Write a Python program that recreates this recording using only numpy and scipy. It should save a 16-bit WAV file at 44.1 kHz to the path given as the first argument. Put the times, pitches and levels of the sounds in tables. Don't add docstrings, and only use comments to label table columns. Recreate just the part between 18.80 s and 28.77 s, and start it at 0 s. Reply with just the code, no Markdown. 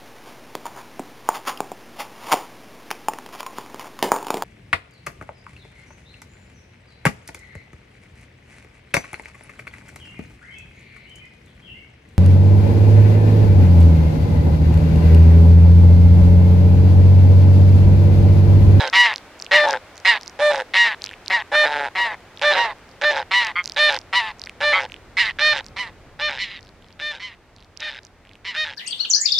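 import sys
import numpy as np
from scipy import signal
from scipy.fft import rfft, irfft
from scipy.io import wavfile
from scipy.ndimage import uniform_filter1d

SR = 44100
rng = np.random.default_rng(int(sys.argv[2]) if len(sys.argv) > 2 else 0)


def voltage_ratio(decibels):
    exponent = np.asarray(decibels, float) / 20
    return 10 ** exponent


def waveform_to_disk(signal):
    frames = np.transpose(np.atleast_2d(signal))
    scaled = np.clip(frames, -1, 1) * 32767
    samples = np.round(scaled).astype(np.int16)
    wavfile.write(sys.argv[1], SR, samples)


N = 439677


def high_goose(out):
    # start in seconds, tone length in s, croak tail in s, top of the tone in Hz, top level in dB.
    calls = [(0.133, .13, 0.079, 972, -9), (0.717, 0.064, 0.039, 966, -10),
             (1.254, 0.062, .064, 953.6, -10), (1.942, 0.13, 0.074, 952, -12),
             (2.505, 0.064, 0.054, 956, -17), (3.157, 0.11, 0.084, 957.5, -21.5),
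             (3.753, 0.1, 0.077, 951, -22), (4.515, 0.11, 0.096, 980, -15), (5.333, 0.066, 0.12, 983, -14),
             (6.374, 0.051, 0.091, 965, -12), (6.968, 0.063, 0.071, 1005, -25),
             (7.59, 0.053, 0.15, 1002, -20), (8.402, 0.077, .071, 1025, -30.5),
             (9.651, 0.061, 0.052, 1000, -26)]
    # loss of lows in dB per octave, treble lean to the left in dB, hoarseness from -1 to 1.
    headings = [(1.5, 0.1, 0.00013), (0, -0.7, -0.043), (0.1, -3.7, .1), (0.4, -0.2, .1),
                (-3.6, 1.2, -0.051), (-5, 1.3, 0.15), (-5, -22, 0.16), (0, -0.3, .1), (1, 0.3, -0.33),
                (4.5, -3, 0.35), (-0.2, -4, -.1), (12, -1.5, 0.21), (5, -1.5, .1), (5, -1, 0.19)]
    # how far the tone sags under its top in percent,
    # tone level against the top in dB, pulse rate in Hz, croak level against the top in dB.
    shape = [
        (4, -18, 190, -7.5),
        (0.5, -3, 185, -10),
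        (0, 1.5, 180, -25),
        (3, -7.5, 220, -12.5),
        (9.5, -13, 220, -19.5),
        (12, -19.5, 178, -15.5),
        (15, -29.5, 100, -18.5),
    ]
    # level in dB, lower side line in dB, upper side line in dB.
    partials = [(-5, -15, -6.5), (4.5, -11.5, -4.5), (-1.5, -7.5, -7), (-8, -0.5, 1), (-17.5, 3, 3),
                (-24, 5, 2), (-34, -6, 6.5), (-40, 4, 7)]
    # centre in Hz, width in Hz, level in dB.
    pipe = [(735, 700, 0), (1973, 230, 8), (2600, 540, 2), (3820, 860, -1.5), (5500, 1500, -15.5)]
    honks(out, calls, shape, headings, partials, pipe, break_s=.024, rough=.08, slack=0.38,
          breath_db=-37.5, hiss_db=-24.0)


def low_goose(out):
    # start in seconds, tone length in s, croak tail in s, top of the tone in Hz, top level in dB.
    calls = [(-0.13, 0.12, 0.1, 602, -15), (0.716, 0.14, 0.12, 601.4, -18), (1.596, 0.12, 0.11, 600, -19),
             (2.722, .132, .233, 606.3, -14.5), (3.62, .102, 0.1, 597, -13.5), (4.219, .09, 0.12, 600, -15),
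             (4.968, .128, .08, 605, -11.5), (5.81, .12, .13, 597, -16), (6.592, .14, .078, 610.3, -11.5),
             (7.397, 0.094, 0.094, 605.6, -17.5), (8.198, .12, 0.07, 603.4, -23),
             (9.002, .097, .092, 612, -24.5), (9.749, 0.095, 0.099, 623, -17)]
    # loss of lows in dB per octave, treble lean to the left in dB, hoarseness from -1 to 1.
    headings = [(-2.4, -5.5, -0.37), (-3, 4, .4), (-3.2, -5, .1), (-1.36, -2.5, 0.11), (0.36, -3, 0.49),
                (0, -3, .2), (3, -2, 0.12), (0.85, -2, .2), (5, -3.5, -0.24), (5, -1.5, .1), (6, 0, -0.37),
                (8, -0.5, .9), (9, -1, -.1)]
    # how far the tone sags under its top in percent,
    # tone level against the top in dB, pulse rate in Hz, croak level against the top in dB.
    shape = [
        (6.5, -14.5, 165, -9),
        (1.3, -1.25, 163, -12),
        (0, 0.5, 165, -46.5),
        (1.65, -2.14, 165, -8),
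        (4.5, -15, 152, -8.5),
        (12, -17, 140, -10),
        (16, -22, 92, -13),
    ]
    partials_db = [0.5, -6, 4.5, -4.5, -10.5, -3.5, -8.5, -18.5, -21, -28.5, -31.5]
    # centre in Hz, width in Hz, level in dB.
    pipe = [(550, 315, -2.5), (874.5, 98, 4), (1564, 436, 6), (2600, 2000, -1), (3826, 250, -3),
            (5000, 230, -17.5)]
    clear_partials = [(db, -45, -45) for db in partials_db]
    honks(out, calls, shape, headings, clear_partials, pipe, break_s=.008, rough=.16, slack=0.24,
          breath_db=-21, hiss_db=-25.5)


def honks(out, calls, shape, headings, partials, pipe, break_s, rough, slack, breath_db, hiss_db):
    for honk, (thin_db, lean_db, hoarse) in zip(calls, headings):
        lean_db = np.clip(lean_db, -6, 6)
        rows = stages(honk, shape, break_s, hoarse)
        start, (tone_hz, tone_db, pulse_hz, croak_db), gate = span(rows, release_s=0.0026)

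        grip_db = 0.48 * np.clip(croak_db - tone_db + 5.5, -15, 15)
        hoarse_share = max(hoarse, 0) ** 2
        jitter = rms_one(uniform_filter1d(rng.standard_normal(len(gate)), size=40))
        flutter = 1 + (0.0099 + 0.03 * hoarse_share) * jitter
        fluttered_hz = uniform_filter1d(tone_hz, size=650) * flutter
        slack_db = slack * (tone_db.max() - tone_db)
        voice = tone(fluttered_hz, pulse_hz, partials, grip_db, slack_db)

        memory = signal.lfilter([.0015], [1, -.9985], voltage_ratio(tone_db))
        least_uneven = .06 + .04 * max(thin_db, 0) + .5 * hoarse_share
        uneven = rough * np.clip(memory / voltage_ratio(croak_db), least_uneven, 1)
        breath = voltage_ratio(breath_db) * croak(pulse_hz, pipe, 0, 30)
        sound = voltage_ratio(tone_db) * (voice + breath)
        sound = sound + voltage_ratio(croak_db) * croak(pulse_hz, pipe, uneven, .05 + .8 * uneven)
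        sound = gate * sound

        hz = np.fft.rfftfreq(len(gate), 1 / SR)
        octaves_down = np.clip(np.log2(2800 / np.maximum(hz, 1)), 0, 2.2)
        sound = irfft(rfft(sound) * voltage_ratio(-thin_db * octaves_down), len(gate))
        add(out, start, sound, lean_db)
        bill_hiss(out, start, sound, lean_db, hiss_db)


def bill_hiss(out, start, sound, lean_db, hiss_db):
    band = signal.butter(3, [5500, 10000], "band", fs=SR, output="sos")
    hiss = signal.sosfilt(band, rng.standard_normal((2, len(sound))))
    hiss = hiss * voltage_ratio(hiss_db + rng.normal(0, 2.5))
    hiss = hiss * np.abs(sound) * voltage_ratio([[lean_db], [-lean_db]])
    at = round(start * SR)
    out[:, at:at + len(sound)] += hiss[:, :N - at]


def stages(honk, shape, break_s, hoarse):
    start, tone_s, tail_s, top_hz, top_db = honk
    set_in_s, crest_share, run_down_s = .028, .45, .03
    s = np.array([0, set_in_s, set_in_s + crest_share * (tone_s - set_in_s), tone_s,
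                  tone_s + min(break_s, 0.33 * tail_s),
                  tone_s + tail_s - min(run_down_s, .4 * tail_s), tone_s + tail_s])
    sag, tone_db, pulse_hz, croak_db = np.transpose(shape)

    tail_fade_db = 190 * max(tail_s - .125, 0)
    tone_db = tone_db - tail_fade_db * np.array([0, 0, 0, 0, .6, 1, .3])

    croak_db = croak_db + np.clip(hoarse, -1, 1) * (-7 - croak_db) * (s > 0)
    tone_db = tone_db * (1 + .6 * np.clip(hoarse + .25, -1, 0) * (s >= tone_s))
    return np.transpose([start + s, top_hz * (1 - sag / 100), top_db + tone_db, pulse_hz, top_db + croak_db])


def span(rows, release_s):
    s, *columns = np.transpose(rows)
    start = max(s[0] - .005, 0)
    t = start + np.arange(round((s[-1] - start + .055) * SR)) / SR
    smooth = [uniform_filter1d(np.interp(t, s, column), size=300) for column in columns]
    gate = np.clip((t - start) / .005 + .25, 0, 1)
    gate = gate * np.exp(-np.maximum(t - s[-1], 0) / release_s)
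    return start, smooth, gate


def tone(tone_hz, pulse_hz, partials, grip_db, slack_db):
    fast, slow = 2 * np.pi * np.cumsum([tone_hz, pulse_hz], axis=1) / SR
    lines, power = 0, 0
    for k, (db, lower_db, upper_db) in enumerate(partials, 1):
        line = k * fast + rng.uniform(0, .5) * k
        gain = voltage_ratio(db - slack_db * np.log2(k) + rng.normal(0, 1.5))
        lines = lines + gain * np.sin(line)
        power = power + gain ** 2 / 2
        if upper_db <= -40:
            continue
        for step in (1, 2):
            lower = gain * voltage_ratio(step * (lower_db + grip_db)) * np.sin(line - step * slow)
            upper = gain * voltage_ratio(step * (upper_db + grip_db)) * np.sin(line + step * slow)
            lines = lines + (-1) ** step * lower + upper
    return lines / np.sqrt(power)


def croak(pulse_hz, pipe, rough, rasp):
    wobble, sizes, air = rng.standard_normal((3, len(pulse_hz)))
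    uneven_hz = pulse_hz * (1 + rough * rms_one(uniform_filter1d(wobble, size=300)))
    cycles = np.cumsum(uneven_hz) / SR
    new_cycle = np.diff(np.floor(cycles), prepend=-1) > 0
    slaps = new_cycle * voltage_ratio(14 * rough * np.clip(sizes, -3, 1.6))
    puffs = rasp * air * np.exp(-4.0 * (cycles % 1))
    waver_db = uniform_filter1d(rng.standard_normal((len(pipe), len(air))), size=900) * 85
    closing_db = np.linspace(0, 4.0, len(air))
    rung = 0
    for k, (hz, width, db) in enumerate(pipe):
        push = slaps + puffs * hz / 2000
        ring = resonate(resonate(push, hz, 3 * width), hz, width) / np.sqrt(width)
        ring_db = db + waver_db[k] - closing_db * np.log2(hz / 900)
        rung = rung + (-1) ** k * voltage_ratio(ring_db) * ring
    return rms_one(signal.lfilter(*signal.butter(2, 5500, fs=SR), rung))


def rms_one(x):
    return x / np.sqrt(np.mean(x ** 2) + 1e-20)


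def resonate(x, hz, width_hz):
    r = np.exp(-np.pi * width_hz / SR)
    feedback = [1, -2 * r * np.cos(2 * np.pi * hz / SR), r * r]
    return signal.lfilter([(1 - r * r) / 2, 0, (r * r - 1) / 2], feedback, x)


def add(out, start_s, sound, lean_db):
    at = round(start_s * SR)
    sound = sound[:N - at]
    treble = sound - uniform_filter1d(sound, size=9)
    early = .07 * lean_db * np.gradient(treble) * [[1], [-1]]
    leaning = treble * (voltage_ratio([[lean_db], [-lean_db]]) - 1)
    out[:, at:at + len(sound)] += sound + leaning + early


def grunts(out):
    # start in seconds, length in s, level in dB, pulse rate in Hz.
    grunt_table = [
        (4.761, .058, -21.5, 179.5),
        (5.935, .068, -16.5, 188.3),
    ]
    # centre in Hz, width in Hz, level in dB.
    grunt_pipe = [(1223, 240, -5), (2130, 180, 1), (3190, 180, -8), (4500, 220, -20)]
    edge_s = 0.02
    for s, length, db, hz in grunt_table:
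        slow_hz = hz * (1 - 0.03)
        rows = [(s, db - 1.5, slow_hz), (s + edge_s, db, hz),
                (s + length - edge_s, db, hz), (s + length, db - 13, slow_hz)]
        start, (grunt_db, pulse_hz), gate = span(rows, release_s=0.0046)
        add(out, start, gate * voltage_ratio(grunt_db) * croak(pulse_hz, grunt_pipe, .008, .03), -1)


def wing_snaps(out):
    # first snap in seconds, last snap in s, level in dB, ring in Hz.
    snap_runs = [(0.0774, 0.0995, -26.5, 5100), (0.3390, 0.3815, -19.5, 4500), (0.6002, 0.6465, -23, 5200),
                 (0.6650, 0.6650, -28.5, 2540), (0.8874, 0.9304, -17.5, 5200), (1.157, 1.2012, -31.5, 5200),
                 (1.4122, 1.4330, -32, 4900), (1.461, 1.4970, -26.5, 5340), (1.7145, 1.8010, -31, 5300),
                 (2.2204, 2.2625, -17, 4700), (2.3393, 2.3381, -31.5, 2220), (2.4616, 2.5012, -21, 4270),
                 (3.5743, 3.5955, -31.5, 3400), (3.84, 3.8620, -35, 4580), (4.0920, 4.1150, -46, 4500),
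                 (4.6485, 4.6695, -23, 5000), (4.842, 4.9462, -20, 4900), (5.1089, 5.2150, -22, 4500),
                 (5.596, 5.6602, -24.5, 4800), (5.6723, 5.6957, -27.5, 2120), (6.0990, 6.1640, -30.5, 2600),
                 (6.8450, 6.8848, -31, 5300), (8.9742, 9.0055, -31, 4800), (9.2332, 9.2685, -36, 5340)]
    for first, last, top_db, ring_hz in snap_runs:
        gaps = round((last - first) / .0212)
        long_run = gaps >= 5
        for part in np.linspace(0, 1, gaps + 1):
            slowing = .27 * long_run * part * (1 - part)
            s = first + (last - first) * (part - slowing)
            arch_db = 9 * (gaps > 1) * (2 * part - 1) ** 2
            late_db = 6 * long_run * part ** 4
            db = top_db - arch_db - late_db + rng.normal(0, 1.0)
            snap(out, s, db, ring_hz * rng.uniform(.92, 1.08), 1 - .5 * s + rng.normal(0, 3))
            slip_s, slip_db = s - rng.uniform(.006, .011), db - rng.uniform(12, 22)
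            snap(out, slip_s, slip_db, rng.uniform(2000, 8000), rng.normal(-2, 5))


def wing_rattles(out):
    # start in seconds, length in s, level in dB, ring in Hz.
    rattle_table = [
        (2.251, .09, -29.5, 2060),
        (3.993, .005, -47, 1390),
        (7.809, .09, -42.5, 3600),
        (8.024, .12, -47, 3070),
        (8.764, .09, -43.5, 3100),
        (9.452, .11, -43, 2220),
        (9.946, .03, -45, 2980),
    ]
    for start, length, top_db, hz in rattle_table:
        for k, s in enumerate(np.arange(start, start + length, .0103)):
            weak = k % 2
            at_s = s + weak * rng.normal(0, .002)
            db = top_db - 2 - 8 * weak + rng.normal(0, 2)
            snap(out, at_s, db, hz * rng.uniform(.8, 1.5), rng.normal(-2, 3))


def snap(out, s, db, hz, lean_db):
    tick = rng.standard_normal(300) * np.exp(-np.arange(300) / 14) * .25
    tick[0] = 1
    body = 1.4 * resonate(resonate(tick, hz, .6 * hz), hz, .45 * hz)
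    body = body + .1 * resonate(tick, 8500, 4000) + .2 * resonate(tick, 2600, 1500)
    body = uniform_filter1d(uniform_filter1d(body, size=4), size=3)
    add(out, s - .0003, voltage_ratio(db + 8.0) * body / np.abs(body).max(), lean_db)


def background():
    # frequency in Hz, level in dB per Hz.
    air_colour = [(15, -35), (25, 6), (658, -8), (1040, -12.5), (2110, -15.5), (2900, -21.5), (6000, -31.5),
                  (16000, -48)]
    # time in seconds, rumble level in dB, hiss level in dB.
    background_levels = [
        (0, -60, -46.5),
        (5, -54.5, -51),
        (7, -48, -53),
        (8.6, -56, -58),
    ]
    length = N + 1323
    hz = np.maximum(np.fft.rfftfreq(length, 1 / SR), 1)
    colour_hz, colour_db = np.transpose(air_colour)
    colour = voltage_ratio(np.interp(np.log(hz), np.log(colour_hz), colour_db))
    colour = colour * (1 + 1.1 / (1 + ((hz - 92) / 10) ** 2))
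    mid, side = rfft(rng.standard_normal((2, length))) * colour
    side = side * np.clip(0.17 + (hz / 5000) ** 2, 0, 1)
    left_right = np.array([mid + side, mid - side])

    low = 1 / (1 + (hz / 400) ** 2)
    rumble = rms_one(irfft(left_right * low)[:, :N])
    hiss = rms_one(irfft(left_right * (1 - low))[:, :N])
    s, rumble_db, hiss_db = np.transpose(background_levels)
    t = np.arange(N) / SR
    return rumble * voltage_ratio(np.interp(t, s, rumble_db)) + hiss * voltage_ratio(np.interp(t, s, hiss_db) + 1.0)


def scene():
    flock = np.zeros((2, N))
    high_goose(flock)
    low_goose(flock)
    grunts(flock)
    wing_snaps(flock)
    wing_rattles(flock)
    flock = signal.sosfilt(signal.butter(2, 9000, fs=SR, output="sos"), flock)
    return flock + background()


def top_cut(x):
    return signal.sosfilt(signal.butter(12, 16140, fs=SR, output="sos"), x)


def record(dry):
    mix = np.tanh(dry / 0.97)
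    return top_cut(mix)


dry = scene()
out = record(dry)
waveform_to_disk(out)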